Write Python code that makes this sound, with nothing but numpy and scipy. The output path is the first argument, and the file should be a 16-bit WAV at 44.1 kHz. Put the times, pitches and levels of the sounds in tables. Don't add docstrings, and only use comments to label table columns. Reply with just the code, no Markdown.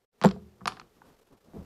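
import sys
import numpy as np
from scipy import signal
from scipy.fft import rfft, irfft
from scipy.io import wavfile

SR = 44100
rng = np.random.default_rng(int(sys.argv[2]) if len(sys.argv) > 2 else 0)


def materialize(psi):
    bounded = np.clip(np.atleast_2d(psi).T, -1, 1)
    quanta = np.round(bounded * 32767).astype(np.int16)
    wavfile.write(sys.argv[1], SR, quanta)


N = 72765

# t/s, level/dB, low cut/Hz, high cut/Hz, ring send/dB
RIM_HITS = [(0.2148, -25, 450, 7600, -4.5), (0.225, -24.5, 700, 6540, -3), (.2285, -30.5, 700, 5500, -5),
            (0.2379, -16.5, 400, 12000, -7.5), (0.2468, -18, 200, 11500, -1),
            (.2497, -10.5, 200, 1690, -3.5), (.2570, -20, 300, 11500, 0), (.2690, -24, 500, 6000, -4),
            (.2790, -32, 700, 6040, -3.5), (.2885, -26.5, 900, 7000, -9), (.3100, -28, 1800, 4500, -15.5),
            (0.3119, -27.5, 1110, 6500, -20), (0.3542, -55, 1800, 6000, -10),
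            (0.6084, -40.5, 1050, 1700, -5), (0.6137, -32.5, 1100, 1650, -3),
            (0.6569, -16.5, 300, 6500, -19), (0.6736, -15.5, 300, 11400, -2.5),
            (.6779, -13.5, 300, 12000, -1.5), (.6808, -26, 400, 6460, 2.5), (.7215, -33.5, 593, 5000, 1),
            (.7690, -39, 500, 5550, 3), (.7730, -32, 500, 1790, -1), (0.7977, -29, 500, 7200, -10),
            (0.8152, -40, 700, 3050, -5), (1.0180, -34.5, 953, 1570, -6), (1.1014, -49.5, 703, 1805, -1)]
# f/Hz, level/dB
SNAP_EQ = [(60, -27), (400, -8.5), (570, -12), (740, -0.5), (1220, 3.5), (1900, -9), (2800, -9),
           (4800, -8.5), (6500, -20), (11000, -25.5), (12500, -29.5), (14000, -32.5), (15500, -54.5)]
# f/Hz, level/dB, t60/s
PANEL_MODES = [(705, -31, 0.09), (760, -22.5, 0.17), (1000, -26, .14), (1098, -31.5, .14),
               (1182, -23, 0.17), (1305, -29, .1), (1480, -26.5, .14), (1590, -31, .1), (1760, -32.5, 0.19),
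               (2259.7, -39, .09), (2495, -35.5, 0.14), (3003, -36.5, 0.18), (3480, -37.5, .1),
               (4670, -36, 0.079), (5708, -37.5, 0.14)]
def rim_clicks():
    scatter_db, grain_db, panel_db = 2.5, -7, -3
    out, t = np.zeros(N), seconds(.5)
    pulse, panel = snap(SNAP_EQ), ring(PANEL_MODES, t)
    for s, db, low_cut, high_cut, ring_db in RIM_HITS:
        scatter = amp(scatter_db) * burst(t, t60=.017)
        grain = amp(grain_db + ring_db) * burst(t, t60=.28)
        paths = scatter + grain
        paths[0] += 1
        click = signal.fftconvolve(paths, pulse)[:len(t)] + amp(ring_db + panel_db) * panel
        add(out, s, amp(db) * soften(thin(click, low_cut), high_cut))
    return out


# t/s, f/Hz, level/dB, t60/s
TINGS = [(.2472, 7350, -34.5, .02), (0.2466, 11330, -37.5, 0.0093), (.2570, 7400, -33, 0.034),
         (.2570, 11300, -42, 0.017), (0.6736, 10680, -39, 0.022), (0.678, 10660, -37, 0.018),
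         (.6779, 6800, -39, 0.022)]
def checker_tings():
    out, t = np.zeros(N), seconds(.5)
    for s, hz, db, t60 in TINGS:
        ting = ring([(hz, db, t60)], t)
        reflections = signal.fftconvolve(ting, burst(t, t60=.09))[:len(t)]
        add(out, s, ting + amp(-10) * reflections)
    return out


# t/s, level/dB, contact time/s
BLUNT_HITS = [(.2186, -19.5, 0.0027), (.2431, -12.5, 0.00053), (.2487, -8.5, 0.00048), (.2508, -6.5, .0009),
              (.2552, 3.5, 0.0022), (.2604, -9, 0.0014), (.3102, -22.5, 0.0024), (.3630, -36, 0.0011),
              (0.616, -18, 0.0075), (.6320, -16, 0.0094), (0.66, -25, 0.0012), (.6780, -25, 0.0052),
              (1.535, -47, 0.00061), (1.548, -40, 0.0019), (1.558, -28.5, 0.0033), (1.582, -21, 0.0065)]
def blunt_pushes():
    force, t = np.zeros(N), seconds(.87)
    for s, db, contact in BLUNT_HITS:
        push = t * np.exp(-4 * t / contact)
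        add(force, s, amp(db) * push / push.sum())
    return force


# f/Hz, level/dB, t60/s
BOARD_MODES = [(127, -24.5, 0.138), (172.3, -19.5, 0.093), (198, -7, 0.091), (286, -20.5, 0.11),
               (368.6, -14, 0.115), (423.3, -22.5, 0.12), (508.4, -5, 0.051), (674.2, -1.5, 0.077),
               (770, -8.5, 0.051), (860, -17, 0.045), (1104, -17.5, 0.075), (1386, -22, 0.096),
               (1530, -26.5, 0.072)]
def board_boom(force):
    body = thin(ring(BOARD_MODES, seconds(.87)), edge_hz=150, order=3)
    return signal.fftconvolve(force, body)[:N]


# t/s, length/s, level/dB, high cut/Hz
STROKES = [(.595, 0.065, -60, 1107), (.655, 0.12, -50, 483), (.74, 0.16, -59, 450), (0.947, 0.12, -63, 560),
           (1.03, 0.14, -59.5, 1320), (1.303, 0.076, -57.5, 900), (1.45, .10, -58, 705),
           (1.533, 0.12, -43.5, 525)]
# f/Hz, level/dB
FRICTION_EQ = [(30, -5), (100, -3), (200, 4), (290, -1), (430, -1), (700, -8), (1300, -7), (2200, -16),
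               (8000, -1)]
def brushing():
    out = np.zeros(N)
    for s, length, db, high_cut in STROKES:
        t = seconds(length)
        friction = soften(noise(FRICTION_EQ), high_cut, order=2)
        swell = np.sin(np.pi * (t / length) ** .66)
        add(out, s, amp(db) * swell * friction[:len(t)] / friction.std())
    return out


# t/s, length/s, level/dB, f/Hz
BASS_SWELLS = [(0.265, 0.1, -42.5, 69), (0.361, 0.16, -55.5, 77), (0.611, 0.14, -55, 71.2),
               (1.549, 0.1, -44, 72.5)]
def bass_swells():
    out = np.zeros(N)
    for s, length, db, hz in BASS_SWELLS:
        t = seconds(length)
        swell = np.sin(np.pi * t / length)
        add(out, s, amp(db) * swell * np.sin(2 * np.pi * hz * t))
    return out


ROOM_DELAY_S = .012
# f/Hz, level/dB, t60/s
ROOM_MODES = [(65, -47.5, .65), (79.95, -42.5, .7), (116.5, -40, 0.73), (156, -46, 0.36), (222, -47.5, .33),
              (365.7, -41, 0.74), (420, -47.5, .6), (455, -51.5, 0.51)]
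def standing_waves(force):
    out = np.zeros(N)
    add(out, ROOM_DELAY_S, signal.fftconvolve(force, ring(ROOM_MODES, seconds(.87))))
    return out


# f/Hz, t60/s
TAIL_DECAY = [(70, .55), (200, 0.5), (420, .5), (650, -0.04), (900, 0.28), (3000, 0.01), (12000, 0.37)]
# f/Hz, level/dB
TAIL_SEND = [(70, -18), (200, -21), (450, -21.5), (900, -26.5), (3000, -20.5), (12000, -20.5)]
def room_tail(x):
    hz, t, bands = signal.stft(rng.standard_normal(SR), SR, nperseg=512)
    t60 = read(TAIL_DECAY, hz)[:, None]
    decay = amp(read(TAIL_SEND, hz)[:, None] - 60 * t / t60)
    energy_trim = np.sqrt(2 * np.log(1000) / (t60 * SR))
    response = signal.istft(bands * decay * energy_trim, SR, nperseg=512)[1]
    out = np.zeros(N)
    add(out, ROOM_DELAY_S, signal.fftconvolve(x, response))
    return out


# f/Hz, level/dB
HISS_EQ = [(25, 3), (70, -4.5), (200, -2), (320, -3), (430, 2), (600, -4.5), (1000, -9), (2200, -16),
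           (5000, -19), (10000, -25), (14000, -22.5), (14800, -32.5)]
# t/s, level/dB
HISS_FADER = [(0, -73), (.05, -74.5), (.07, -128), (0.114, -104.5), (.13, -77), (.19, -68.5), (.35, -66.5),
              (.55, -67), (.9, -66.5), (1.1, -62.5), (1.22, -68.5), (1.33, -66.5), (1.41, -68), (1.56, -62),
              (1.65, -61)]
# from t/s, to t/s, extra depth/dB
DEEP_FLICKER = (1.15, 1.45, 2.9)
def room_hiss():
    step_s, flicker_db = .008, 1.56
    start, end, extra_db = DEEP_FLICKER
    t = np.arange(N) / SR
    steps = np.clip(rng.standard_normal(1000), -3, 1.3)
    flicker = np.interp(t / step_s, np.arange(1000), steps)
    depth_db = flicker_db + extra_db * ((t > start) & (t < end))
    fader_db = np.interp(t, *np.transpose(HISS_FADER))
    return noise(HISS_EQ) * amp(fader_db + depth_db * flicker)


def amp(db):
    return 10 ** (np.asarray(db) / 20)


def read(points, hz):
    f, value = np.transpose(points)
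    return np.interp(np.log(hz + 1), np.log(f + 1), value)


def add(mix, s, sound):
    part = mix[max(round(s * SR), 0):][:len(sound)]
    part += sound[:len(part)]


def seconds(length):
    return np.arange(int(length * SR)) / SR


def soften(x, edge_hz, order=5):
    return signal.lfilter(*signal.butter(order, edge_hz, fs=SR), x)


def thin(x, edge_hz, order=2):
    return signal.lfilter(*signal.butter(order, edge_hz, "high", fs=SR), x)


def noise(eq):
    gain = amp(read(eq, np.fft.rfftfreq(N, 1 / SR)))
    x = irfft(rfft(rng.standard_normal(N)) * gain, N)
    return x / x.std()


def snap(eq, size=2048):
    log_gain = np.log(amp(read(eq, abs(np.fft.fftfreq(size, 1 / SR)))))
    minimum_phase = np.exp(np.conj(signal.hilbert(log_gain)))
    x = np.fft.ifft(minimum_phase).real
    return x / abs(x).max()


def ring(modes, t):
    return sum(amp(db - 60 * t / t60) * np.cos(2 * np.pi * hz * t) for hz, db, t60 in modes)


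def burst(t, t60):
    x = rng.standard_normal(len(t)) * amp(-60 * t / t60)
    return x / np.linalg.norm(x)


def scene():
    force = blunt_pushes()
    checkers = rim_clicks() + checker_tings()
    low_end = board_boom(force) + bass_swells() + standing_waves(force)
    bus = checkers + low_end + brushing()
    return (bus + room_tail(bus) + room_hiss())[None]


def record(dry):
    ceiling, high_cut_hz = .53, 15650
    x = thin(dry, edge_hz=14, order=1)
    x = x / (1 + (x / ceiling) ** 8) ** (1 / 8)
    high_cut = signal.firwin(511, high_cut_hz, window=("kaiser", 9), fs=SR)
    return signal.oaconvolve(x, high_cut[None], "same")


dry = scene()
out = record(dry)
materialize(out)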